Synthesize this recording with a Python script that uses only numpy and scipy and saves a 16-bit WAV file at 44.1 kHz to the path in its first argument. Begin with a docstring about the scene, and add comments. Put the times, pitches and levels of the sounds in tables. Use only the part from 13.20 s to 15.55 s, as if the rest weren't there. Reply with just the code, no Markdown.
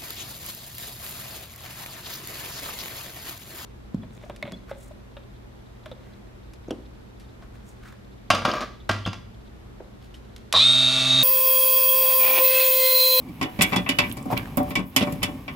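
"""A hand-worked hulling machine drops pistachios onto a pile, close by.
From the start the turning mechanism rumbles low and the hulls rustle as they rub together.
Nuts begin to knock about in the hollow metal housing, which thuds and rings.
Around one second in, the knocks ease while husks scrape and shells land on the pile with dry ticks.
A second run of knocks follows, and a last weak one comes just before the end."""
import sys
import numpy as np
from scipy import signal
from scipy.fft import rfft, irfft
from scipy.io import wavfile
from scipy.ndimage import uniform_filter1d

SR = 44100
rng = np.random.default_rng(int(sys.argv[2]) if len(sys.argv) > 2 else 0)


def to_wav(sig):
    """Store sig (one row per channel, or 1-D mono) as 16-bit WAV at the path in sys.argv[1].

    Samples outside -1..1 are clipped; the rate is SR.
    """
    pcm = np.clip(np.atleast_2d(sig), -1, 1) * 32767
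    pcm = np.round(pcm).astype(np.int16)
    wavfile.write(sys.argv[1], SR, pcm.T)  # frames by channels


N = 103635

# The housing's modes, the tones it rings at. t60 is the time to fade by 60 dB; pan is left minus right.
# f/Hz, level/dB, t60/s, pan/dB, phase lead of the left side/rad
HOUSING_MODES = [(120.6, -15, 0.28, 1, -0.66), (184, -9, 0.26, 0, -0.94), (264.9, -9, 0.29, -2.5, -0.62),
                 (584.7, -9.5, 0.28, 1.5, 0.1), (749, -7, 0.27, -0.5, 1.77), (797, -7, 0.073, 9, 2.25),
                 (978, -11.5, 0.34, 9, 2.5), (1084, -6, 0.17, 7, 1.1), (1592, -18.5, 0.39, -5, 3.4),
                 (1800, -15, 0.31, 3, 2.5), (2167, -7.5, 0.13, -3, 2.2), (2290, -9, 0.13, -1.5, -0.75),
                 (2354, -7.5, 0.093, 0, 2), (2665, -12.5, 0.11, -3, 0.2), (2970, -21, 0.26, -7.5, -2.4),
                 (3050, -11.5, 0.063, -8, 0.5), (3390, -22, 0.066, -7, 0), (3428, -11.5, 0.16, -8.5, 1.27),
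                 (3612, -16, 0.13, -11, 1.5), (4790, -14, 0.1, -18.5, 9.5), (5247, -11.5, 0.071, 10, -0.5)]


def knocks(size=24576):
    """Nuts hit the metal housing: each hit sets off a clatter, ringing tones and a low thud."""
    # One row a hit: t/s, thud/dB, body/dB, ring/dB, crack/dB, pan/dB, thud f/Hz, favoured f/Hz
    hits = [(.085, -31, -63, -53.5, -60, -1, 310, 2300), (.212, -22.5, -32, -25.5, -41, -0.5, 264, 1082),
            (.226, -22, -28.5, -25, -36.5, 1, 319, 3000), (0.257, -28.5, -39, -56, -60, 0, 266, 744),
            (0.39, -18.5, -30.5, -29, -48, -2, 213, 1300), (.409, -26, -28, -12.5, -32, 2, 266, 2135),
            (0.419, -23, -29, -20.5, -13, 1, 184, 2664), (.438, -21, -40, -19, -58, -1, 266, 2300),
            (.521, -23, -29, -28, -55, 1, 184, 2400), (0.529, -27, -24.5, -24.5, -42, 2.5, 266, 2664),
            (0.5604, -18.5, -36, -20, -31, 1.5, 184, 3480), (0.579, -22.5, -30.5, -30, -55, -1, 266, 795),
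            (.662, -43, -33.5, -26.5, -81, 4.5, 266, 2664), (0.69, -23.5, -29, -17, -28.5, 0.5, 266, 2970),
            (0.786, -23.5, -22, -12, -28, 1, 184, 2664), (0.836, -31.5, -56, -25.5, -71, 3, 184, 2300),
            (0.894, -34, -57, -63, -42, -3, 266, 578), (.968, -32.5, -40.5, -41.5, -39.5, 2, 120, 2300),
            (1.055, -25.5, -38, -60, -50, 1.5, 266, 744), (1.125, -20, -29, -37.5, -47, 2, 120, 1200),
            (1.166, -55, -31, -29.5, -52, -3.5, 120, 2300),
            (1.373, -14.5, -23.5, -36.5, -36.5, -2.5, 246.3, 1026),
            (1.399, -20, -27.5, -52, -55, 2, 266, 744), (1.505, -25.5, -37, -34.5, -48, 1, 184, 578),
            (1.554, -23.5, -33.5, -18, -34.5, 2, 166, 2300),
            (1.571, -21, -37.5, -46, -47, -2.5, 193.5, 1082), (1.591, -23.5, -35, -37, -50, 2, 228, 2540),
            (1.7621, -21.5, -25.5, -14.5, -16.5, -1, 266, 3080),
            (1.808, -17, -31, -26, -44, -0.5, 214, 3420), (1.824, -21.5, -30, -27.5, -41.5, -0.5, 255, 578),
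            (1.871, -24.5, -30.5, -40, -54, 2, 203, 2300), (1.922, -22.5, -48, -44.5, -42, 3.5, 148, 578),
            (2.019, -27.5, -46, -32, -63, 0, 266, 1082), (2.029, -28, -30.5, -19.5, -24.5, 2, 266, 2970),
            (2.077, -31, -35.5, -48, -54, 3, 184, 3420), (2.278, -35, -35.5, -29.5, -59, 2, 266, 2400)]
    # Centres of the thud, body, ring and crack ranges: f/Hz
    ranges_hz = [230, 850, 2700, 9000]
    thud_db, thud_t60_s = 3, 0.14
    hard_db, soft_rise_s = -23, 0.0026  # weaker hits are glancing and swell more slowly
    out, t = np.zeros((2, N)), np.arange(size) / SR
    log_f = np.log(np.fft.rfftfreq(size, 1 / SR) + 1)
    # The upper overtones bunch together in the same way in every knock.
    ripple = undb(4.5 * wander(len(log_f), size=40) * (log_f > np.log(ranges_hz[1])))
    for start, *levels_db, pan_db, thud_hz, favoured_hz in hits:
        force = lambda hz: undb(np.interp(np.log(hz), np.log(ranges_hz), levels_db))
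        sound = clatter(t, log_f, force, ripple) + ringing(t, force, favoured_hz)
        thud = fade(t, thud_t60_s) * (1 - np.exp(-t * thud_hz)) * np.sin(2 * np.pi * thud_hz * t)
        sound += force(thud_hz) * undb(thud_db) * thud
        softness = np.clip((hard_db - max(levels_db)) / 10, .001, 1)
        add(out, start, sound * pan(pan_db) * swell(t, softness * soft_rise_s))
    return out


def ringing(t, force, favoured_hz):
    """The struck housing rings at its modes; the spot that is hit favours those near one pitch."""
    twins_above_hz, twin_split = 2000, 0.012  # the split is a share of the frequency
    sound = np.zeros((2, len(t)))
    for hz, db, t60, pan_db, lead in HOUSING_MODES:
        phase, twin_phase = np.exp(2j * np.pi * rng.random(2))
        if hz > twins_above_hz:  # high modes come in close pairs, which throb against each other
            beat = np.exp(1j * np.pi * twin_split * hz * t)
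            phase = (phase * beat.conj() + twin_phase * beat / 2) / np.sqrt(1 + .5 ** 2)
        tone = (phase * np.exp(1j * (2 * np.pi * hz * t + np.array([[lead], [0]])))).imag
        favour_db = 10 * np.exp(-(np.log(hz / favoured_hz) / 0.04) ** 2)
        scatter_db = 2 * rng.standard_normal()
        gain = np.sqrt(2) * force(hz) * undb(db - 0.5 + favour_db + scatter_db)
        sound += gain * pan(pan_db) * swell(t, rise_s=0.0015) * fade(t, t60) * tone
    return sound


def clatter(t, log_f, force, ripple):
    """The housing's overtones lie so close together that they sound like bands of fading noise."""
    # Bands of overtones: f/Hz, level/dB, t60/s, pan/dB, likeness of left and right (0-1)
    bands = [(75.6, -24, 0.16, 6, 1), (133, -12.5, 0.14, -1.5, 1), (249, -9, 0.18, 1.5, 1),
             (500, -9, 0.19, 0, 0.4), (1084, -6.5, 0.2, 1.5, 0.05), (1670, -14.5, 0.17, 14.5, 0),
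             (2630, -8.5, 0.16, -5, 0.1), (4000, -10, 0.11, -6, 0), (6100, -8, 0.072, -2, 0),
             (8760, -3, 0.046, -3, 0.81), (15900, -12.5, 0.031, 4, 0.4)]
    centres = np.log([row[0] for row in bands])
    low_cut = np.minimum(np.exp(log_f - centres[0]), 1) ** 4
    room_echo = undb(-29) * fade(t, t60=0.55)
    sound, strike = np.zeros((2, len(t))), chatter(t)
    for (hz, db, t60, pan_db, likeness), this_band in zip(bands, np.eye(len(bands))):
        spectrum = np.sqrt(np.interp(log_f, centres, this_band) * low_cut) * ripple
        envelope = swell(t, rise_s=0.0006 + .5 / hz) * (strike + fade(t, t60) + room_echo)
        sound += force(hz) * undb(db + 0.5) * pan(pan_db) * envelope * stereo(noise(spectrum), likeness)
    return sound


def chatter(t, count=5):
    """Loudness over time as a nut strikes and then bounces unevenly, weaker each time."""
    strike_db, decay_s, mean_gap_s, step_db = -6, 0.0039, 0.0069, -4.5
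    gaps = mean_gap_s * (.5 + rng.random(count))
    starts = np.cumsum(gaps) - gaps[0]
    return sum(undb(strike_db + k * step_db) * (t >= start) * np.exp(-abs(t - start) / decay_s)
               for k, start in enumerate(starts))


def shell_ticks(size=4096):
    """A dry shell meets the pile: a snap of a few milliseconds and a faint tail."""
    # Shells landing: t/s, level/dB, strongest f/Hz, pan/dB
    landings = [(.4945, -37, 13000, 9), (0.915, -23, 2980, -2.5), (0.925, -23, 11500, -4),
                (1.028, -39, 8200, -5), (1.134, -30, 1880, -7), (1.1762, -18.5, 3000, -6),
                (1.178, -23, 11600, -3), (1.196, -27, 1930, 8), (1.232, -37, 1700, -2),
                (1.257, -30, 1950, 0), (1.274, -29, 890, -2),  (1.372, -15.5, 12500, -8),
                (1.4313, -33.5, 13000, -1), (1.9254, -27, 11900, -1)]
    snap_s, tail_db, tail_s = 0.00088, -18.5, 0.015
    out, t, f = np.zeros((2, N)), np.arange(size) / SR, np.fft.rfftfreq(size, 1 / SR) + 1
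    envelope = np.exp(-t / snap_s) + undb(tail_db) * np.exp(-t / tail_s)
    for start, db, hz, pan_db in landings:
        snap = stereo(noise(resonance(f, hz, octaves=0.27)), likeness=0.2)
        add(out, start, undb(db) * pan(pan_db) * envelope * snap)
    return out


def scrapes(t, slips_per_s=1600):
    """Nuts and husks drag over one another: short runs of tiny slips through a broad resonance."""
    # Drags: t/s, length/s, level/dB, strongest f/Hz
    drags = [(0.547, 0.032, -26, 810), (1.099, 0.051, -23.5, 700), (1.107, 0.032, -44.5, 12600),
             (1.484, 0.042, -44, 12500), (1.651, 0.069, -53.5, 13600), (1.801, 0.045, -33, 3080)]
    out, f = np.zeros((2, N)), np.fft.rfftfreq(N, 1 / SR) + 1
    for start, length, db, hz in drags:
        slips = (rng.random((2, N)) < slips_per_s / SR) * rng.standard_normal((2, N))
        rub = irfft(rfft(stereo(slips, likeness=.5)) * resonance(f, hz, octaves=0.31), N)
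        progress = np.clip((t - start) / length, 0, 1)
        out += undb(db) * unit(rub) * np.sqrt(abs(np.sin(np.pi * progress)))
    return out


def hull_rustle(t, clicks_per_s=4000, spread_db=2):
    """Hulls rub on one another: a crowd of tiny clicks."""
    # Loudness of the rustle: t/s, level/dB
    loudness = [(0, -53.5), (.35, -46), (.5, -36.5), (.65, -48), (.88, -40), (.97, -50.5), (1.0, -55.5),
                (1.15, -42.5), (1.33, -48), (1.52, -46.5), (1.63, -67), (1.74, -49), (1.92, -42.5),
                (2.0, -48.5), (2.35, -51.5)]
    # Tone colour of the rustle: f/Hz, level/dB
    spectrum = [(300, 19), (1200, 7.5), (2500, 11), (4500, -1), (6500, -6), (9000, -10), (12000, 3.5),
                (16000, -7)]
    clicks = (rng.random((2, N)) < clicks_per_s / SR) * rng.choice([-1, 1], (2, N))
    grains = clicks * undb(spread_db * np.minimum(rng.exponential(size=(2, N)), 4))
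    rustle = unit(colour(stereo(grains, likeness=0.32), spectrum))
    return rustle * undb(along(loudness, t)) * pan(-1.6)


def mechanism(t, scrape_db=-14.5):
    """The turning mechanism rumbles unevenly, and its scraping keeps the housing faintly ringing."""
    # Loudness of the mechanism: t/s, level/dB
    loudness = [(0, -40.5), (.35, -42), (.7, -34.5), (1.3, -37.5), (1.55, -34.5), (1.72, -42.5), (1.9, -36),
                (2.1, -34.5), (2.25, -42), (2.35, -37.5)]
    # Tone colour of the rumble: f/Hz, level/dB
    spectrum = [(28, -38), (50, 5.5), (80, 2), (110, 6), (180, 1.5), (265, 6.5), (380, -10.5), (750, -17),
                (1150, -13.5), (1600, -43), (4000, -38)]
    waver_db = 1.5 * wander(N, size=2048)
    rumble = unit(colour(stereo(rng.standard_normal((2, N)), likeness=1), spectrum))
    f = np.fft.rfftfreq(2 * N, 1 / SR)
    mode_peaks = sum(undb(db) / np.sqrt(hz) / (1 + ((f - hz) * t60 / 4) ** 2)
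                     for hz, db, t60, _, _ in HOUSING_MODES)
    ring = stereo(noise(mode_peaks)[:, :N], likeness=0.088)
    return (rumble + undb(scrape_db) * ring) * undb(along(loudness, t) + waver_db)


def undb(db):
    """Turn decibels into a factor to multiply by."""
    return 10 ** (np.asarray(db) / 20)


def unit(x):
    """Scale to an average strength (rms) of 1."""
    return x / np.sqrt(np.mean(x ** 2))


def pan(db):
    """Left and right gains that make the left side louder by db."""
    return undb(np.array([[db], [-db]]) / 2)


def along(rows, at):
    """Join (time, value) rows with straight lines."""
    return np.interp(at, *np.array(rows).T)


def colour(x, rows):
    """Turn frequencies up or down along rows of f/Hz, level/dB."""
    hz, db = np.array(rows).T
    f = np.fft.rfftfreq(x.shape[-1], 1 / SR)
    return irfft(rfft(x) * undb(np.interp(np.log(f + 1), np.log(hz), db)), x.shape[-1])


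def resonance(f, hz, octaves):
    """A hump around hz that falls to half this many octaves to either side."""
    return 1 / (1 + (np.log2(f / hz) / octaves) ** 2)


def stereo(pair, likeness):
    """Mix two unrelated signals into left and right; likeness 1 makes the sides equal."""
    middle = np.sqrt(1 + likeness) * pair[0]
    side = np.sqrt(1 - likeness) * pair[1]
    return np.array([middle + side, middle - side]) / np.sqrt(2)


def noise(spectrum):
    """Two unrelated noises of rms 1 with the given spectrum."""
    return unit(irfft(spectrum * np.exp(2j * np.pi * rng.random((2, len(spectrum))))))


def wander(count, size):
    """A smooth random curve of rms 1 that changes over about size steps."""
    return unit(uniform_filter1d(uniform_filter1d(rng.standard_normal(count), size), size))


def swell(t, rise_s):
    """Rise from 0 towards 1, about two thirds of the way in rise_s seconds."""
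    return 1 - np.exp(-t / rise_s)


def fade(t, t60):
    """Fall by 60 dB in t60 seconds."""
    return np.exp(-np.log(1000) * t / t60)


def add(out, start, sound):
    """Mix a sound in at start seconds."""
    i = max(int(start * SR), 0)
    out[:, i:i + sound.shape[1]] += sound[:, :max(N - i, 0)]


def scene():
    """Machine and pile together."""
    t = np.arange(N) / SR
    return knocks() + shell_ticks() + scrapes(t) + hull_rustle(t) + mechanism(t)


def record(dry, top_hz=16200):
    """Clip peaks at full scale and cut the highest treble."""
    low_pass = signal.ellip(8, .2, 70, top_hz, fs=SR, output="sos")
    return signal.sosfilt(low_pass, np.clip(dry, -1, 1))


dry = scene()
out = record(dry)
to_wav(out)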